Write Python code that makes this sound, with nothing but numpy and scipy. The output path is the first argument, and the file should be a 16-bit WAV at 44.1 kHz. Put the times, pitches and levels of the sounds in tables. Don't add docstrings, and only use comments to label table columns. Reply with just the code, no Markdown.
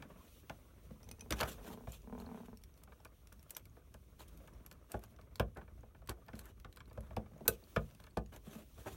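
import sys
import numpy as np
from scipy import signal
from scipy.fft import rfft, irfft, next_fast_len
from scipy.io import wavfile
from scipy.ndimage import uniform_filter1d, map_coordinates

SR = 44100
rng = np.random.default_rng(int(sys.argv[2]) if len(sys.argv) > 2 else 0)


def bounce(signal):
    frames = np.transpose(np.atleast_2d(signal))
    limited = np.clip(frames, -1, 1)
    pcm = np.round(limited * 32767).astype(np.int16)
    wavfile.write(sys.argv[1], SR, pcm)


N = 395136

# (time [s], nominal level [dB], relative low part [dB], strongest pitch [Hz], its relative level [dB])
TICK_EVENTS = [(0.0242, -51.5, 7, 4060, -18), (0.4968, -42.5, 4, 4320, -22), (1.0311, -48, -5, 5570, -6),
               (1.0898, -41, -6, 6220, -11), (1.1134, -36, -8.5, 9570, -11), (1.1953, -51, -4, 6030, -2),
               (1.2083, -41, -5, 6010, -10), (1.3067, -23.5, -1.5, 8880, -12),
               (1.3239, -29.5, 2.5, 5900, -3), (1.3918, -39, 5, 4250, -14), (1.4039, -31, 4, 4400, -13),
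               (1.4099, -20.5, -6, 4500, -13.5), (1.4329, -30, -4, 4700, -10),
               (1.921, -35.5, -24, 7190, -11), (2.2009, -42, -20, 4170, -9.5),
               (2.263, -55.5, -5, 4240, 2.5), (2.5726, -42.5, -13, 5500, -13),
               (2.6372, -40, -9.5, 5700, -12.5), (2.7763, -48, -14, 4260, -18),
               (2.836, -38, -14, 13900, -25), (3.0492, -37.5, -11.5, 5700, -18),
               (3.272, -45.5, -8, 5600, -13), (3.326, -38.5, -14, 5660, -19), (3.3947, -53, -9, 5560, -7),
               (3.4285, -46.5, -10.5, 11700, -12), (3.4964, -44, -8, 15100, -10),
               (3.5064, -25, -21, 12100, -18), (3.5497, -42, -6, 5900, -3), (3.5674, -24, -13, 12400, -10),
               (3.6548, -45.5, -8, 11700, -12), (3.9413, -41.5, -13, 5940, -20),
               (4.2044, -43, -21, 4160, -7), (4.2825, -45, -24, 11000, -11), (4.3745, -48, -7, 12000, -10),
               (4.4753, -46.5, -6, 6700, -16), (4.663, -37.5, -8.5, 11550, -6),
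               (4.7136, -38.5, -8.5, 7200, -18), (4.7258, -46, -8, 12300, -10),
               (4.9186, -28.5, -12.5, 8630, -17), (4.9927, -48, -9, 12000, -14),
               (5.038, -40.5, -9, 12200, -9), (5.2131, -51.5, -6, 4300, -15),
               (5.3572, -35.5, -7.5, 4560, -19), (5.3976, -25.5, -9, 5260, -16),
               (5.572, -44, -9, 6700, -16), (6.0743, -42.5, -4, 13500, -13),
               (6.094, -22.5, -10.5, 4400, -20), (6.2833, -54.5, 4, 4150, -18),
               (6.354, -45.5, -7, 4300, -12), (6.3917, -30, -12, 4170, -16),
               (6.456, -40.5, -16, 11900, -14), (6.5998, -48.5, -4, 12500, -10), (6.6466, -53, 7, 3860, -8),
               (6.7267, -47, -5.5, 3980, -12), (6.7612, -45, -10, 12100, -10), (6.771, -43, -3, 4500, -21),
               (6.805, -57, 8.5, 6200, -14), (6.9302, -47.5, -13, 11900, -12),
               (7.007, -46.5, -8, 11140, -8), (7.1657, -38, -6, 5150, -15), (7.454, -65, 7, 13700, -10),
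               (7.4797, -4.5, -17, 14000, -12), (7.7618, -40, 1, 5200, -10), (7.91, -54.5, 1, 3950, -16),
               (7.949, -48.5, -2.5, 9600, -17), (8.0018, -46, -7, 4400, -16), (8.0396, -47, -3, 4270, -8),
               (8.0663, -49.5, -6, 6200, -14), (8.1723, -35.5, -2.5, 5250, -12),
               (8.338, -55, -3, 11800, -9), (8.3627, -42, -9, 7000, -12)]
# (frequency [Hz], relative density [dB])
CRACK_SPECTRUM = [(1200, -7), (2500, -1), (4000, -3.5), (6000, -5.5), (8000, -5.5), (12000, -4),
                  (15000, -5.5), (16400, -24.5)]
CRACK_SCALE_S, SKID_S, SPLIT_HZ = 0.018, 0.0017, 6000
FAINT_PER_S, FAINT_FLOOR_DB, FAINT_SPREAD_DB, FAINT_PITCH_DB, WORK_FROM_S = 4.7, -62.5, 2, -3, 1.2

# (time [s], nominal level [dB])
SNAP_EVENT = (7.481, -36)
# (frequency [Hz], relative level [dB], t60 [s])
CLIP_MODES = [(1520, 4, .05), (2606, -2, .06), (9540, -3, .06), (9840, 0, .06), (11170, -3, .07),
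              (11550, -2, .07), (13950, 2, .06), (14200, 2, .06), (15270, -2, .07)]
# (time [s], nominal level [dB])
JINGLE_EVENTS = [(1.0314, -78), (1.0413, -60.5), (1.0897, -62), (1.114, -50.5), (1.1942, -76),
                 (1.2093, -47)]
# (frequency [Hz], relative level [dB], t60 [s])
SHAFT_MODES = [(2510, -2, 0.069), (5460, -2, 0.037), (6040, 9, 0.025), (9620, 7, 0.018)]

# (time [s], nominal level [dB], relative desk thump [dB], relative case floor [dB],
# relative thin panels [dB], wall pitch favoured by the struck spot [Hz])
KNOCK_EVENTS = [(0.024, -49, -14, -9, -2, 528), (0.499, -37.5, -31, -7.5, -6.5, 770),
                (0.907, -46.5, -13, 2.5, -29, 438), (1.085, -51, -36, -16, -24, 415),
                (1.309, -36.5, -2, -26, -8, 452), (1.324, -42, 3.5, 1, -7, 334),
                (1.403, -35, -13, -5, -5, 444), (1.414, -31, -11, -13, -4.5, 660),
                (1.43, -32, -9.5, -12, 0, 947), (1.873, -39.5, -1, -7, -14.5, 480),
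                (2.876, -57.5, -14, -11, -6, 627), (2.922, -55, -6, -22, -3, 444),
                (2.999, -55.5, -1, -23, -14, 583), (3.053, -50, -8, -23, -0.5, 412),
                (3.322, -61.5, 1, 1, 2.5, 466), (3.507, -56.5, -13, -18, -3, 363),
                (3.565, -51, -17, -28, 1, 536), (3.768, -52.5, -9, -22, -13, 455),
                (3.943, -50.5, 1, -7.5, -8.5, 394), (4.205, -49.5, -8, -24, -7, 638),
                (4.479, -57, -12, -10, -2, 334), (4.715, -54, -5, -6, -3, 331),
                (4.942, -30.5, -6.5, -10.5, -14, 564), (5.037, -53, -1, -16, -8.5, 579),
                (5.189, -51.5, -11, -17, -8.5, 336), (5.398, -21, -7.5, -13.5, -12, 565),
                (5.569, -44, -5, -4, -11, 331), (5.614, -52.5, -11, -3, -3.5, 829),
                (5.679, -58, 2, -18, -4.5, 635), (5.832, -48, -9, -12, -15, 650),
                (5.949, -58, -9, -21, -2, 851), (6.02, -55, -10, -11, -11, 471),
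                (6.09, -40, 0.5, -15, -4, 390), (6.183, -57, -4, -6, -30, 390),
                (6.286, -46, -4.5, -12, -6.5, 630), (6.333, -43.5, 0, -1, -11.5, 338),
                (6.647, -49, -10, -7, -3, 581), (6.771, -59.5, 2, -23, 4.5, 331),
                (6.805, -63, -4, -23, 8, 638), (6.911, -54, 6, -19, -6, 471),
                (6.976, -38.5, -2, -10, -16, 467), (7.107, -49.5, -7, -19, -8, 624),
                (7.168, -29, -7.5, -9, -13.5, 587), (7.26, -53.5, -15, -11, -10, 463),
                (7.311, -60, -4, 5, -21, 401), (7.334, -57, -5, 6, -23, 331),
                (7.359, -50, -11, -15, -37, 400), (7.383, -56.5, -5, -8, -26, 377),
                (7.407, -41.5, -13, -8, -34, 416), (7.482, -25.5, -12.5, -15.5, -10, 479),
                (7.624, -56, -7, -8, -21, 331), (7.764, -21.5, -9, -8, -9, 468),
                (7.999, -55.5, 1, -6, -5, 589), (8.043, -64, 1, -12, 4.5, 425),
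                (8.07, -58.5, -19, -16, -1, 479), (8.171, -25, -10, -10, -13.5, 560),
                (8.467, -49, -8, 4.5, -22, 431), (8.551, -49.5, 0, 5.5, -26, 678),
                (8.78, -50.5, 0.5, -5, -12, 653), (8.86, -39, -9, -14, -15, 660)]
# (frequency [Hz], width [Hz], relative level [dB])
WALL_MODES = [(340.4, 67, -1.5), (395.5, 96, -2), (479, 95, 2), (572, 142, 2), (640, 115, 2.5),
              (770, 142, -2), (882, 99, -4.5)]
# (frequency [Hz], width [Hz], relative level [dB])
PANEL_MODES = [(997, 400, -3.5), (1210, 94, 3.5), (1237, 45, 4), (1504, 273, -1.5), (1743, 81, -1.5),
               (2320, 270, -10), (3260, 730, -17.5)]
# (frequency [Hz], width [Hz], relative level [dB])
FLOOR_MODES = [(144, 59, -3.5), (166.3, 31.7, 1.5), (215, 20, -4), (295, 16.7, -12.5)]
# (frequency [Hz], width [Hz], relative level [dB])
DESK_MODES = [(58.1, 11.4, -0.5), (114.4, 20, 4)]
CONTACT_SCALE_S, PUSH_RISE_S = 0.0091, 0.0024
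PRESS_LEAD_S, LOWER_DELAY_S = 0.001483, 0.0025

# (start [s], length [s], level through the case [dB], gritty treble level [dB])
RUB_EVENTS = [(0, 0.033, -70, -88), (0.143, 0.26, -86, -73), (1.3, 0.034, -42, -53),
              (1.35, 0.061, -53, -57), (1.394, 0.05, -51.5, -76), (1.436, 0.048, -51.5, -60.5),
              (1.468, 0.064, -58.5, -53), (1.598, .14, -59, -62), (1.862, 0.11, -67.5, -62.5),
              (2.17, 0.051, -70, -70), (2.312, 0.15, -69, -72.5), (4.178, 0.059, -60.5, -61.5),
              (4.274, 0.017, -88, -69.5), (4.874, 0.1, -60.5, -70.5), (5.008, 0.043, -67, -70),
              (5.554, 0.033, -48.5, -80), (6.09, 0.024, -45, -63), (6.329, 0.087, -64, -69),
              (6.415, 0.094, -64.5, -71), (6.988, 0.15, -68, -80), (7.3, 0.085, -77.5, -101),
              (7.451, 0.014, -51.5, -71), (7.5, 0.054, -73, -64), (7.583, 0.31, -77, -76),
              (8.309, 0.062, -56.5, -66.5), (8.43, 0.11, -61, -65.5), (8.521, .1, -61.5, -65),
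              (8.72, 0.2, -64, -70), (8.855, 0.037, -51.5, -65.5), (8.874, 0.077, -66, -65.5)]
# (frequency [Hz], relative density [dB])
SCUFF_SPECTRUM = [(150, -10), (300, 5), (600, -0.5), (1000, -3.5), (1600, -5), (2500, -17.5), (4000, -71)]
# (frequency [Hz], relative density [dB])
GRIT_SPECTRUM = [(1200, -44), (2500, 4.5), (3500, 3.5), (5000, -6.5), (6000, -0.5), (9000, -4), (12000, -1),
                 (15500, -5), (16500, -64)]
RISE_SHARE, FADE_T60_S = 0.32, 0.052

# (time [s], jerks so far [count], nominal level [dB])
CREAK_BOUTS = [
    [(1.033, 0, -56), (1.259, 6, -54)],
    [(1.583, 0, -50), (1.707, 4, -45), (1.837, 8, -50)],
    [(2.042, 0, -55), (2.126, 3, -42), (2.201, 6, -43), (2.264, 9, -48), (2.314, 11, -41), (2.433, 15, -43),
     (2.529, 17, -46)],
]
# (frequency [Hz], width [Hz], relative level [dB])
JOINT_MODES = [(179, 35, 4.5), (244, 24, 7), (430, 45, 1), (740, 280, -7.5), (970, 160, -5.5),
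               (1390, 500, -19), (1606, 200, -16), (2350, 170, -27.5)]
JERK_JITTER_S, JERK_SPREAD_DB = 0.0015, 2.5

# (frequency [Hz], t60 [s])
ROOM_DECAY = [(200, 0.28), (1000, 0.13), (4000, 0.082), (12000, 0.07)]

# (time [s], rumble level [dB], handling level in the case [dB], hiss level [dB])
GROUND_LEVELS = [(0.0, -55, -59, -75), (0.3, -59, -64.5, -71.5), (0.87, -58, -67, -75.5),
                 (1.3, -57, -67.5, -74.5), (1.49, -52, -58, -67), (2.02, -55.5, -70.5, -75),
                 (2.32, -57, -61, -74.5), (2.54, -52, -73.5, -78.5), (2.82, -59.5, -69, -77.5),
                 (4.04, -57.5, -71, -78), (4.39, -57.5, -63, -74.5), (4.77, -57.5, -69.5, -79.5),
                 (6.81, -54, -70, -80), (7.39, -57, -66.5, -79), (7.68, -57.5, -69, -70.5),
                 (8.21, -56.5, -69.5, -80), (8.83, -57, -70.5, -69), (8.96, -51, -60, -67)]
# (frequency [Hz], relative density [dB])
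RUMBLE_SPECTRUM = [(13, -6), (22, -13.5), (49, 4.5), (71, 0.5), (330, -29), (430, -27), (730, -120)]
# (frequency [Hz], relative density [dB])
HANDLING_SPECTRUM = [(88, -39), (150, -1), (275, -5), (546, -10), (639, -10), (789, -18.5), (1170, -14.5),
                     (1930, -25), (2240, -24), (3500, -38.5), (4550, -75), (7700, -120)]
# (frequency [Hz], relative density [dB])
HISS_SPECTRUM = [(900, -58), (1800, -6), (2600, -1), (3600, -1), (4870, -7), (5900, -1.5), (7770, -7.5),
                 (9320, -0.5), (10300, -8.5), (12100, -0.5), (15100, -8.5), (15800, 7), (16500, -53)]

BASS_CORNER_HZ, TOP_HZ = 38, 16600


def ticks():
    events = np.vstack([TICK_EVENTS, faint_ticks()])
    time_s, level_db, low_db, pitch_hz, pitch_db = events.T[:, :, None]
    t = np.arange(SR // 16) / SR
    skid = amp(level_db) * np.minimum(t / SKID_S, 1) ** 3
    u = np.maximum(t - 0.0018, 0) / CRACK_SCALE_S
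    decay = amp(-9.5 - 51 * u) + amp(-22 - 90 * u)
    burst = skid * decay * rng.standard_normal((len(events), len(t)))
    pitch = amp(pitch_db - 126 * u) * skid * np.sin(2 * np.pi * pitch_hz * t)

    def low_share(hz):
        return 1 / (1 + (hz / SPLIT_HZ) ** 6)

    start_s = np.maximum(time_s[:, 0] - 0.0015, 0)
    low = filtered(place(start_s, burst * amp(low_db + 9.5)),
                   lambda hz: amp(along(CRACK_SPECTRUM, hz)) * low_share(hz))
    high = filtered(place(start_s, burst),
                    lambda hz: amp(along(CRACK_SPECTRUM, hz)) * (1 - low_share(hz)))
    return low + high + place(start_s, pitch)


def faint_ticks():
    span_s = N / SR - WORK_FROM_S
    when, size, low, pitch = rng.random((int(FAINT_PER_S * span_s), 4)).T
    time_s = WORK_FROM_S + span_s * when
    level_db = FAINT_FLOOR_DB - FAINT_SPREAD_DB * np.log(size)
    pitch_hz = 4000 * 3.5 ** pitch
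    return np.transpose([time_s, level_db, 18 * low - 16, pitch_hz, np.full(len(when), FAINT_PITCH_DB)])


def ringing(events, modes):
    time_s, level_db = np.transpose(events)[:, :, None]
    t = np.arange(SR // 8) / SR
    strength_db = rng.normal(0, 0.7, (len(time_s), len(modes)))
    sound = 0
    for k, (hz, mode_db, t60_s) in enumerate(modes):
        envelope = amp(level_db + mode_db + strength_db[:, [k]] - 60 * t / t60_s)
        sound = sound + envelope * np.sin(2 * np.pi * hz * t)
    return place(time_s[:, 0], sound)


def knocks():
    time_s, level_db, thump_db, floor_db, panel_db, spot_hz = np.transpose(KNOCK_EVENTS)[:, :, None]
    u = np.arange(SR // 7) / SR / CONTACT_SCALE_S * np.ones(time_s.shape)
    chatter = rng.standard_normal(u.shape) * np.sqrt(u)
    force = chatter * (np.exp(-3.5 * u) + 0.077 * np.exp(-1.1 * u))
    tap = chatter * (np.exp(-4.5 * u) + 0.15 * np.exp(-1.2 * u))
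    push = -u * np.exp(-u * CONTACT_SCALE_S / PUSH_RISE_S)
    spot_modes = [(hz, width_hz, mode_db - 5 * np.abs(np.log2(hz / spot_hz)))
                  for hz, width_hz, mode_db in WALL_MODES]
    walls = amp(-1.0) * body(force, spot_modes)
    panels = amp(panel_db + 5.5) * body(tap, PANEL_MODES)
    floor = amp(floor_db + 1.5) * body(force, FLOOR_MODES)
    thump = amp(thump_db + 1.5) * body(push, DESK_MODES)
    start_s = time_s[:, 0] - PRESS_LEAD_S
    upper = place(start_s, amp(level_db) * (walls + panels))
    return upper + place(start_s + LOWER_DELAY_S, amp(level_db) * (floor + thump))


def rubs():
    start_s, length_s, scuff_db, grit_db = np.transpose(RUB_EVENTS)[:, :, None]
    t = np.arange(SR // 2) / SR
    rise = np.minimum(t / (RISE_SHARE * length_s), 1) ** 2
    stroke = rise * amp(-60 * np.maximum(t - length_s, 0) / FADE_T60_S)
    scuff = place(start_s[:, 0], amp(scuff_db) * stroke) * noise(SCUFF_SPECTRUM, patchy_db=3.0)
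    grit = place(start_s[:, 0], amp(grit_db) * stroke) * noise(GRIT_SPECTRUM, patchy_db=3.0)
    return jolts(260, spread_db=3.5, t60_s=0.085, steady=1.0) * (scuff + grit)


def jolts(rate_per_s, spread_db, t60_s, steady):
    catches = (rng.random(N) < rate_per_s / SR) * amp(spread_db * rng.exponential(size=N).clip(0, 3))
    decay = amp(-60 * np.arange(SR // 8) / SR / t60_s)
    level = steady + signal.fftconvolve(catches, decay)[:N]
    return level / np.sqrt(uniform_filter1d(level ** 2, SR // 10))


def creak():
    time_s, level_db = slips().T[:, :, None]
    t = np.arange(SR // 40) / SR
    second_s = np.round(rng.uniform(0.00635, 0.0101, time_s.shape) * SR) / SR
    rough = 0.023 * rng.standard_normal((len(time_s), len(t))) * amp(-60 * t / 0.052)
    jerk = (t == 0) - 0.41 * np.isclose(t, second_s) + rough
    return place(time_s[:, 0], amp(level_db) * body(jerk, JOINT_MODES))


def slips():
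    rows = []
    for bout in CREAK_BOUTS:
        time_s, count, level_db = np.transpose(bout)
        k = np.arange(count[-1] + 1)
        rows += list(zip(np.interp(k, count, time_s), np.interp(k, count, level_db)))
    return np.array(rows) + rng.standard_normal((len(rows), 2)) * [JERK_JITTER_S, JERK_SPREAD_DB]


def room(x):
    hz, t, z = signal.stft(rng.standard_normal(SR // 2), SR, nperseg=256)
    decay = amp(-60 * t / along(ROOM_DECAY, hz)[:, None])
    tail = signal.istft(z * decay, SR, nperseg=256)[1]
    delayed = np.pad(x, (200, 0))
    return signal.fftconvolve(delayed, tail / np.linalg.norm(tail))[:N]


def ground():
    time_s, *columns = np.transpose(GROUND_LEVELS)
    rumble_db, handling_db, hiss_db = [np.interp(np.arange(N) / SR, time_s, c) for c in columns]
    rumble_gain = amp(rumble_db + 1.7 * wobble(12) + 1.5 * wobble(4))
    rumble = rumble_gain * noise(RUMBLE_SPECTRUM, patchy_db=1.2)
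    contacts = jolts(45, spread_db=0.5, t60_s=0.071, steady=0.9)
    handling = amp(handling_db + 1.5 * wobble(6)) * contacts * noise(HANDLING_SPECTRUM, patchy_db=2.5)
    hiss = amp(hiss_db + 1.3 * wobble(27)) * noise(HISS_SPECTRUM, patchy_db=1.5)
    return rumble + handling + hiss


def body(force, modes):
    size = 2 ** 13
    f = np.fft.rfftfreq(size, 1 / SR)
    response = 0
    for k, (hz, width_hz, mode_db) in enumerate(modes):
        damping = 1j * f * width_hz
        response = response + (-1) ** k * amp(mode_db) * damping / (hz * hz - f * f + damping)
    sound = irfft(rfft(force, size) * response, size)
    return sound / np.abs(sound).max(axis=1, keepdims=True)


def noise(spectrum, patchy_db):
    z = signal.stft(rng.standard_normal(N), nperseg=512)[2]
    field = uniform_filter1d(uniform_filter1d(rng.standard_normal(z.shape), 3, 0), 5, 1)
    patchy = signal.istft(z * amp(patchy_db * unit(field)), nperseg=512)[1][:N]
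    return unit(filtered(patchy, lambda hz: amp(along(spectrum, hz))))


def wobble(knots_per_s):
    knots = rng.standard_normal(int(N * knots_per_s / SR) + 4)
    return map_coordinates(knots, [np.arange(N) * knots_per_s / SR])


def place(times_s, sounds):
    start = np.round(np.asarray(times_s) * SR).astype(int)[:, None]
    at = start + np.arange(sounds.shape[1])
    return np.bincount(at.ravel(), sounds.ravel(), N + sounds.shape[1])[:N]


def filtered(x, response):
    m = next_fast_len(N + SR // 2)
    return irfft(rfft(x, m) * response(np.fft.rfftfreq(m, 1 / SR)), m)[..., :N]


def along(points, hz):
    f, v = np.transpose(points)
    return np.interp(np.log(hz + 1), np.log(f + 1), v)


def unit(x):
    return x / np.sqrt(np.mean(x ** 2) + 1e-20)


def amp(db):
    return 10 ** (np.asarray(db) / 20)


def scene():
    circlip = ringing([SNAP_EVENT], CLIP_MODES)
    loose_tool = amp(-7.5) * ringing(JINGLE_EVENTS, SHAFT_MODES)
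    near = ticks() + circlip + loose_tool + knocks() + rubs()
    desk = creak()
    reverb = room(amp(-12.5) * near + amp(-11.5) * desk)
    return (near + desk + reverb + ground())[None]


def record(dry):
    return filtered(dry, lambda hz: (1j * hz / (BASS_CORNER_HZ + 1j * hz)) ** 2 * (hz < TOP_HZ))


dry = scene()
out = record(dry)
bounce(out)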